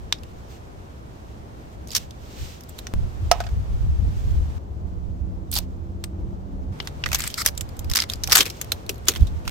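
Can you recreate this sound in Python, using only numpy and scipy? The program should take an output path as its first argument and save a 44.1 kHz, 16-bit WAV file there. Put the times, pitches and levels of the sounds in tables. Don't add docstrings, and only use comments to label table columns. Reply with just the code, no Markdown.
import sys
import numpy as np
from scipy import signal
from scipy.fft import rfft, irfft, next_fast_len
from scipy.io import wavfile
from scipy.ndimage import uniform_filter1d

SR = 44100
rng = np.random.default_rng(int(sys.argv[2]) if len(sys.argv) > 2 else 0)


def generate_wav(sig):
    pcm = np.round(np.clip(np.atleast_2d(sig).T, -1, 1) * 32767).astype(np.int16)
    wavfile.write(sys.argv[1], SR, pcm)


N = 418950


def undb(db):
    return 10 ** (np.asarray(db) / 20)


def unit(x):
    return x / np.sqrt(np.mean(x ** 2, axis=-1, keepdims=True))


def gain_at(table, size):
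    table_hz, table_db = np.transpose(table)
    bin_hz = np.arange(size // 2 + 1) * SR / size + 1
    return undb(np.interp(np.log(bin_hz), np.log(table_hz), table_db))


def colour(x, table):
    length = x.shape[-1]
    size = next_fast_len(length)
    filtered = irfft(rfft(x, size) * gain_at(table, size), size)
    return unit(filtered[..., :length])


def sides(pan_db):
    return undb(np.array([pan_db, -pan_db]) / 2)


def walk(rate):
    hold = int(SR / rate)
    levels = np.repeat(rng.standard_normal(N // hold + 1), hold)
    return 1.3 * uniform_filter1d(uniform_filter1d(levels, hold), hold)[:N]


def pair(shape, like):
    mid, side = rng.standard_normal((2,) + shape)
    shared, opposed = np.sqrt(1 + like) * mid, np.sqrt(1 - like) * side
    return np.array([shared + opposed, shared - opposed]) / np.sqrt(2)


def add(out, s, x):
    i = int(s * SR)
    out[:, i:i + x.shape[1]] += x[:, :N - i]


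def stroke(length_s, size, edge_s):
    t = np.arange(size) / SR
    return np.clip(np.minimum(t, length_s - t) / edge_s, 0, 1)


def shot(s):
    steps_s = (2.938, 4.583, 6.722)
    # road_db, road_treble_db, cloth_hiss_db, tape_left_minus_right_db,
    # peel_bass_tilt_db, peel_treble_tilt_db
    sections = [(-48.5, 7.5, -61.5, -2.5, -7.5, -10.5), (-48.5, 10.1, -58, -2.5, 0, 0),
                (-46.5, -5, -66, -3, -11.5, -1.7), (-46.5, 8, -59, 0.2, -0.8, -6)]
    return np.array(sections).T[:, np.searchsorted(steps_s, s)]


def foil(x, low_db, high_db, ring_hz, ring_db, ring_width):
    # frequency_hz, density_db (per Hz)
    heard_spectrum = [(180, -34.5), (300, -10), (405, -10.5), (520, -19.5), (1030, -3.5), (1240, -0.5),
                      (1490, -1), (2070, -2), (2750, -4.5), (3360, -4.5), (5180, -6), (9930, -5),
                      (11700, -8), (12700, 2.5), (16100, -12)]
    corners_hz = (1800, 3200, 5500, 11500)
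    size = x.shape[1]
    hz = np.arange(size // 2 + 1) * SR / size
    ring = 1 + undb(ring_db) * np.exp(-((hz / ring_hz - 1) / ring_width) ** 2)
    tilt = gain_at(list(zip(corners_hz, (low_db, 0, 0, high_db))), size)
    return unit(irfft(rfft(x) * gain_at(heard_spectrum, size) * tilt * ring, size))


def ticks():
    # start_s, end_s, rate_per_s, mean_peak_db
    spells = [(1.872, 1.941, 90, -34), (2.598, 2.9, 10, -36), (7.041, 7.5, 30, -32), (7.5, 9.3, 14, -36.5)]
    scatter_db, t60_s = 2.5, .022
    lowest_hz, highest_hz = 2000, 8000
    bass_tilt_db, treble_tilt_db = -13.5, -3
    rows = []
    for start_s, end_s, rate, mean_db in spells:
        length_s = end_s - start_s
        for when, pitch, strength in rng.random((round(rate * length_s), 3)):
            ring_hz = lowest_hz * (highest_hz / lowest_hz) ** pitch
            peak_db = mean_db + scatter_db * (2 * strength - 1)
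            rows.append((start_s + when * length_s, peak_db, ring_hz, bass_tilt_db, treble_tilt_db, t60_s))
    return rows


def cracks(tail_db=-26, tail_t60=0.12, rise_s=.0008, snap_db=5, snap_t60=0.0017, size=4096):
    # start_s, peak_db (before panning), ring_hz, bass_tilt_db, treble_tilt_db, t60_s
    buckles = [(.125, -3, 3600, -6.5, -24.5, 0.015), (.186, -39, 5000, -14, -20, .018),
               (0.234, -31.5, 2730, -7, -12, 0.022), (1.9051, -26.5, 4990, -27, -13, .018),
               (1.9164, -24, 6990, -24, -15, .03), (1.9505, -5.5, 5970, -32, -10, .025),
               (1.9654, -7, 5600, -27, -7, 0.03), (2.1081, -31, 3580, -22, -15, 0.019),
               (2.608, -31.5, 5690, -14, -2, 0.017), (2.693, -29, 7850, -18, 4, 0.029),
               (2.7882, -22, 3780, -6, -4, 0.028), (2.8688, -19, 5950, -2, -18, 0.022),
               (3.3138, -2, 5600, -2, -14, 0.025), (3.4029, -19.5, 1540, -3, -20, 0.053),
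               (3.438, -31, 2580, 1.1, -21, 0.046), (3.4664, -27.5, 1500, -2, -26, 0.039),
               (3.4897, -33, 1640, 2, -14, .02), (5.5151, -14, 8360, -33, 8, 0.017),
               (5.5381, -10, 5780, -26, 10, 0.023), (5.5533, -13, 4260, -17, -2, 0.036),
               (5.5641, -9, 4640, -15, -10, 0.014), (5.5746, -13, 4530, -13, -10, .018),
               (5.5854, -21, 3770, -24, -9, .015), (6.0396, -17.5, 8420, -6.5, -12, .022),
               (6.8015, -15, 3070, -4, -62, 0.02), (6.873, -15.5, 3860, -1, -14, 0.019),
               (7.0386, -8.5, 2730, -5, -40, 0.019), (7.06, -11.5, 1930, 4, -18, .03),
               (7.1172, -13, 2640, 5, -8, .014), (7.1298, -8.5, 2120, -6, -10, .026),
               (7.1463, -5, 6400, -4, -7, 0.019), (7.1547, -15, 2790, -14, -7, .024),
               (7.188, -17, 2000, -6, 4, .021), (7.204, -14, 7420, -3, -6, .027),
               (7.2194, -17, 8330, -15, -11, .02), (7.2386, -14, 8010, 0, -9, 0.033),
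               (7.2667, -25, 4840, -15, -9, .016), (7.276, -12.5, 8200, -14, -5, .016),
               (7.3013, -24, 3260, -24, -12, .018), (7.3416, -12, 4730, -17, -11, 0.016),
               (7.417, -16, 4800, -4, -5, 0.049), (7.4614, 2.5, 5940, -5, 0, 0.02),
               (7.4744, -9, 5100, -20, -3, .022), (7.577, -15, 7660, -14, -8, .018),
               (7.6092, -13.5, 7600, -8.5, -4.5, 0.024), (7.792, -20, 7070, -20, -1, 0.02),
               (7.8446, -30.5, 5100, -5, -4, .022), (7.8988, -16.5, 5200, -9, -4, .018),
               (7.9143, -13, 5540, -1, -9, 0.013), (7.9362, -10, 4000, -10, -10, 0.014),
               (7.9514, -9, 6900, -12, -6, 0.011), (7.9578, -5, 5230, -17, -5, .02),
               (7.9693, -4, 5250, -10, -12, .018), (7.988, -10, 2090, -7, -23, .018),
               (7.9956, -13, 2110, -7.5, -21, .024), (8.002, -6, 5030, -17, -20, 0.019),
               (8.0214, -9, 4880, -7.5, -16, 0.017), (8.038, -18, 2070, -6, -19, .018),
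               (8.099, -12.5, 3640, -12, -10, .015), (8.118, -27, 6030, -10, -10, 0.014),
               (8.1355, -12.5, 4840, -12, -11, .017), (8.157, -31, 7000, -25, -10, .018),
               (8.2366, -8.5, 5600, -14, -10, 0.012), (8.241, -12.5, 6040, -12, -16, .012),
               (8.2746, -14, 5700, -9, -7, 0.02), (8.297, -16, 4430, -11, -12, .009),
               (8.32, -0.5, 5540, -6, -11, .032), (8.3265, 1.5, 5100, -1, -5, 0.038),
               (8.353, -3, 4280, -19, -8, .02), (8.3572, 0.5, 4530, -1.5, 0, .025),
               (8.3703, 0, 7900, -6, -6, .018), (8.3795, -7, 7150, -14, -17, .015),
               (8.3872, -9, 3480, -13, -14.5, .026), (8.4064, -0.5, 3370, -12, -18, 0.041),
               (8.4556, -16, 2430, -9, -9, .022), (8.4628, -16, 2460, -7, -14, 0.034),
               (8.5, -20, 5460, -23, -11, 0.026), (8.6136, -12, 6760, -5, -2, 0.029),
               (8.6448, -28.5, 1990, -9, -6, .018), (8.7193, -6.5, 3960, -5.5, -4.5, 0.028),
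               (8.8931, -11.5, 2680, -11, -10.5, 0.029), (9.0834, 1.5, 6400, -10.5, -9, 0.039),
               (9.16, -20, 3170, -2, -17, 0.037), (9.2695, -29.5, 3740, -22, -12, .048),
               (9.4773, -14, 2660, -4.5, -16, .02)]
    pan_scatter_db = 2.5
    out, t = np.zeros((2, N)), np.arange(size) / SR
    snap = undb(snap_db - 60 * t / snap_t60)
    tail = undb(tail_db - 60 * t / tail_t60)
    rise = np.minimum(t / rise_s, 1) ** 2
    for s, peak_db, ring_hz, low_db, high_db, t60 in buckles + ticks():
        pan_db = shot(s)[3] + pan_scatter_db * rng.standard_normal()
        noise = foil(pair((size,), 0.21), low_db, high_db, ring_hz, ring_db=6, ring_width=0.093)
        flexing = undb(-60 * t / t60)
        burst = noise * (snap + flexing + tail) * rise
        burst /= abs(burst).max(axis=1, keepdims=True)
        add(out, s - rise_s / 2, burst * undb(peak_db) * sides(pan_db)[:, None])
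    return out


def peel(size=8192):
    # start_s, length_s, level_db (at the start), growth_db (over the length), ring_hz
    pulls = [(1.878, 0.074, -46.5, 11.5, 5130), (1.945, 0.041, -18.5, 1.5, 5930),
             (5.519, 0.078, -31.5, 6, 4600), (5.589, .023, -37, -4, 4400), (6.785, .11, -54.5, 12, 3500),
             (7.044, .073, -43.5, -7, 2510), (7.114, 0.05, -35.5, 8, 6000),
             (7.165, 0.124, -34.5, 1.5, 2080), (7.444, 0.053, -32, 6, 5540), (7.892, 0.065, -41, -6, 5000),
             (7.95, 0.036, -23, 0, 5200), (7.987, .057, -31, -4, 3930), (8.085, 0.058, -38, -3, 3960),
             (8.232, 0.062, -46, -4, 5000), (8.296, .11, -26, -1, 4970), (8.346, 0.054, -13, -8, 7350),
             (8.398, 0.044, -15, -17, 3300), (8.443, 0.069, -31, -16, 2500),
             (9.065, 0.114, -35, -3.5, 3560), (9.439, .063, -53, 14, 3030)]
    full_rate, halving_db = 4200, 21.5
    scatter_db, decay_s = 4.2, .0012
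    out, t = np.zeros((2, N)), np.arange(size) / SR
    for s, length_s, level_db, growth_db, ring_hz in pulls:
        rate = full_rate * 2 ** (level_db / halving_db)
        pan_db, low_db, high_db = shot(s)[3:]
        chance, strength = rng.random((2, size))
        slips = (chance < rate / SR) * undb(-scatter_db * np.log(strength))
        puffs = unit(signal.lfilter([1], [1, -np.exp(-1 / (decay_s * SR))], slips))
        noise = foil(pair((size,), .25), low_db, high_db, ring_hz, ring_db=2, ring_width=.2)
        growth = undb(level_db + growth_db * np.minimum(t / length_s, 1))
        gain = growth * stroke(length_s, size, edge_s=0.0069)
        add(out, s, noise * puffs * gain * sides(pan_db)[:, None])
    return out


def drag(size=4096):
    # frequency_hz, density_db (per Hz)
    drag_spectrum = [(350, -62), (600, -34.5), (1010, -17), (1330, 0), (1490, -15), (2190, -7), (2690, -27),
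                     (5350, -6), (5890, -17.5), (7760, -12.5), (10500, -23), (14200, -21), (16100, -35)]
    start_s, length_s, slips_hz, level_db = 7.374, .05, 480, -26.5
    phase = np.arange(size) * slips_hz / SR + rng.random()
    slips = pair((size,), .3) * np.exp(-(phase % 1) / .35)
    out = np.zeros((2, N))
    gate = stroke(length_s, size, edge_s=0.0032)
    add(out, start_s, colour(slips, drag_spectrum) * gate * undb(level_db))
    return out


def roll(rattle_db=-22, rattle_t60=0.25):
    # start_s, level_db, left_minus_right_db
    landings = [(3.314, -4.5, -9), (3.404, -20.5, -9.5), (3.446, -40, -17), (3.466, -34, -5)]
    # frequency_hz, level_db, t60_s
    modes = [(665, -13, 0.031), (700, 0.5, 0.058), (794, -6.5, 0.024), (1280, -10.5, 0.057),
             (1853, -20, 0.058)]
    # frequency_hz, density_db (per Hz)
    rattle_spectrum = [(350, -16), (750, 6), (1400, -11), (3000, -13), (8000, -43)]
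    out, t = np.zeros((2, N)), np.arange(8192) / SR
    ring = sum(undb(db - 60 * t / t60) * np.sin(2 * np.pi * hz * t) for hz, db, t60 in modes)
    rise = np.minimum(t / 0.0012, 1)
    for s, level_db, pan_db in landings:
        rattle = colour(pair(t.shape, 0.56), rattle_spectrum) * undb(rattle_db - 60 * t / rattle_t60)
        add(out, s, (ring + rattle) * rise * undb(level_db) * sides(pan_db)[:, None])
    return out


def presses(t60=0.12, size=4096):
    # start_s, level_db, centre_hz
    pushes = [(5.563, -32.5, 830), (5.584, -40, 740), (7.129, -36, 719), (7.459, -33, 576),
              (8.284, -32, 775), (8.326, -34.5, 598), (8.355, -25, 786), (8.387, -26, 400),
              (8.406, -27.5, 340), (8.465, -37, 428), (8.719, -33.5, 576), (8.893, -29, 363),
              (9.084, -24.5, 370), (9.16, -41.5, 355)]
    out, t = np.zeros((2, N)), np.arange(size) / SR
    rise = np.minimum(t / 0.0015, 1)
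    for s, level_db, hz in pushes:
        thud = colour(pair((size,), 0.68), [(hz / 3, -30), (hz, 0), (hz * 3, -30)])
        add(out, s, thud * rise * undb(level_db - 60 * t / t60))
    return out


def rustle():
    # middle_s, length_s, level_db
    movements = [(.53, 0.12, -54), (2.01, .1, -47.5), (2.3, 0.3, -55.5), (2.448, 0.21, -43.5),
                 (2.8, 0.27, -55), (3.38, 0.32, -52), (4.25, 0.37, -54.5), (5.611, .08, -52.5),
                 (7.245, 0.33, -43.5), (8.45, 0.6, -50.5), (9.204, .2, -53)]
    # frequency_hz, density_db (per Hz)
    cloth_spectrum = [(710, -36.5), (1200, -12.5), (1940, -9), (2920, -5.5), (4620, -8), (6060, -8),
                      (7130, -10.5), (8860, -15), (10500, -26.5), (13700, -13.5), (16100, -25.5)]
    t = np.arange(N) / SR
    swells = sum(undb(db) * np.exp(-(2 * (t - s) / length_s) ** 2) for s, length_s, db in movements)
    hiss = undb(shot(t)[2])
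    patches = undb(1.2 * walk(40))
    gain = np.hypot(hiss, swells) * patches
    return colour(pair((N,), 0.15), cloth_spectrum) * gain * sides(-2.1)[:, None]


def wind():
    # time_s, level_db (before panning and thumps)
    gusts = [
        [(0, -40), (1.0, -51), (1.35, -42), (1.7, -49), (1.8, -41), (2.36, -45.5), (2.42, -32.5), (2.55, -51),
         (2.93, -43)],
        [(2.94, -22), (3.06, -22), (3.12, -34.5), (3.25, -19.5), (3.35, -26.5), (3.69, -25.5), (3.72, -18),
         (4.32, -22.5), (4.35, -17.5), (4.58, -30)],
        [(4.59, -42), (4.7, -34.5), (5.1, -29), (5.24, -26.5), (5.36, -36), (5.66, -30), (6.17, -35.5),
         (6.25, -27.5), (6.36, -36), (6.72, -30)],
        [(6.73, -46), (7.17, -32), (7.38, -46), (7.45, -36.5), (7.78, -34), (7.83, -25.5), (7.92, -24),
         (7.96, -47), (8.31, -27.5), (8.38, -51), (9.13, -34.5), (9.19, -28), (9.22, -13.5), (9.26, -26),
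         (9.33, -22.5), (9.4, -37.5), (9.5, -25)],
    ]
    # frequency_hz, density_db (per Hz)
    wind_spectrum = [(8.8, -43.5), (15, -13), (53, -5.5), (70, 0), (128, -15), (261, -33), (368, -41),
                     (400, -42.5), (520, -63.5), (880, -120)]
    s, db = np.concatenate(gusts).T
    thumps = undb(3 * np.array([walk(20), walk(20)]))
    gust = undb(np.interp(np.arange(N) / SR, s, db))
    return colour(pair((N,), 0.061), wind_spectrum) * sides(-1.5)[:, None] * thumps * gust


def traffic():
    # frequency_hz, density_db (per Hz)
    mid_spectrum = [(35, -16.5), (60, -4), (89, -4), (143, -12.5), (180, -14), (207, -14), (288, -18.5),
                    (323, -17), (381, -20.5), (700, -27.5), (787, -29.5), (1630, -43), (5490, -59.5),
                    (12700, -66), (16100, -85.5)]
    # frequency_hz, correlation
    likeness = [(60, 0.92), (130, 0.97), (290, 0.67), (640, -0.41), (1410, -0.57), (3100, -0.1),
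                (6820, -0.25), (15000, 0.01)]
    level_db, treble_db = shot(np.arange(N) / SR)[:2]
    size = next_fast_len(N)
    hz = np.arange(size // 2 + 1) * SR / size + 1
    like_hz, like = np.transpose(likeness)
    like = np.clip(np.interp(np.log(hz), np.log(like_hz), like), -.9, .9)
    mid, side = rfft(rng.standard_normal((2, N)), size) * gain_at(mid_spectrum, size)
    side = side * np.sqrt((1 - like) / (1 + like))
    both = np.array([mid + side, mid - side])
    band = (hz > 200) & (hz < 900)
    both /= np.sqrt(2 * np.sum(abs(mid[band]) ** 2)) / size
    dull = 1 / (1 + (hz / 1500) ** 2)
    low = irfft(both * dull, size)[:, :N]
    high = irfft(both * (1 - dull), size)[:, :N]
    return undb(level_db) * (low * undb(0.98 * walk(9)) + high * undb(treble_db))


def engine():
    # start_s, end_s, start_pitch_hz, rise_per_s (share of the pitch), level_db (rms, before wavering)
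    tones = [(4.75, 6.3, 84, .047, -42), (4.75, 6.72, 176, .047, -44), (5.0, 6.0, 250, .047, -52),
             (6.45, 6.7, 268, .047, -47), (4.9, 6.4, 322, .047, -52), (6.001, 6.7, 297.7, .047, -53.5),
             (6.73, 7.25, 150, 0.00037, -43)]
    fade_s = 0.12
    out, t = np.zeros(N), np.arange(N) / SR
    for start_s, end_s, hz, rise, db in tones:
        pitch_hz = hz * (1 + rise * (t - start_s) + 0.00593 * walk(11))
        phase = 2 * np.pi * np.cumsum(pitch_hz) / SR
        gate = np.clip(np.minimum(t - start_s, end_s - t) / fade_s + .5, 0, 1)
        out += np.sqrt(2) * gate * undb(db + 2.04 * walk(8.8)) * np.sin(phase)
    return out


def step_click():
    start_s, left_db, right_db, decay_s = 2.9383, -11, -22.5, .006
    out = np.zeros((2, N))
    add(out, start_s, undb([[left_db], [right_db]]) * np.exp(-np.arange(4096) / SR / decay_s))
    return out


def scene():
    tape = cracks() + peel() + drag() + roll()
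    hands = presses() + rustle()
    background = wind() + traffic() + engine()
    return tape + hands + background + step_click()


def record(dry):
    clipped = np.clip(dry, -.97, .97)
    low_pass = signal.ellip(8, .2, 75, 16000, fs=SR, output="sos")
    return signal.sosfilt(low_pass, clipped)


dry = scene()
out = record(dry)
generate_wav(out)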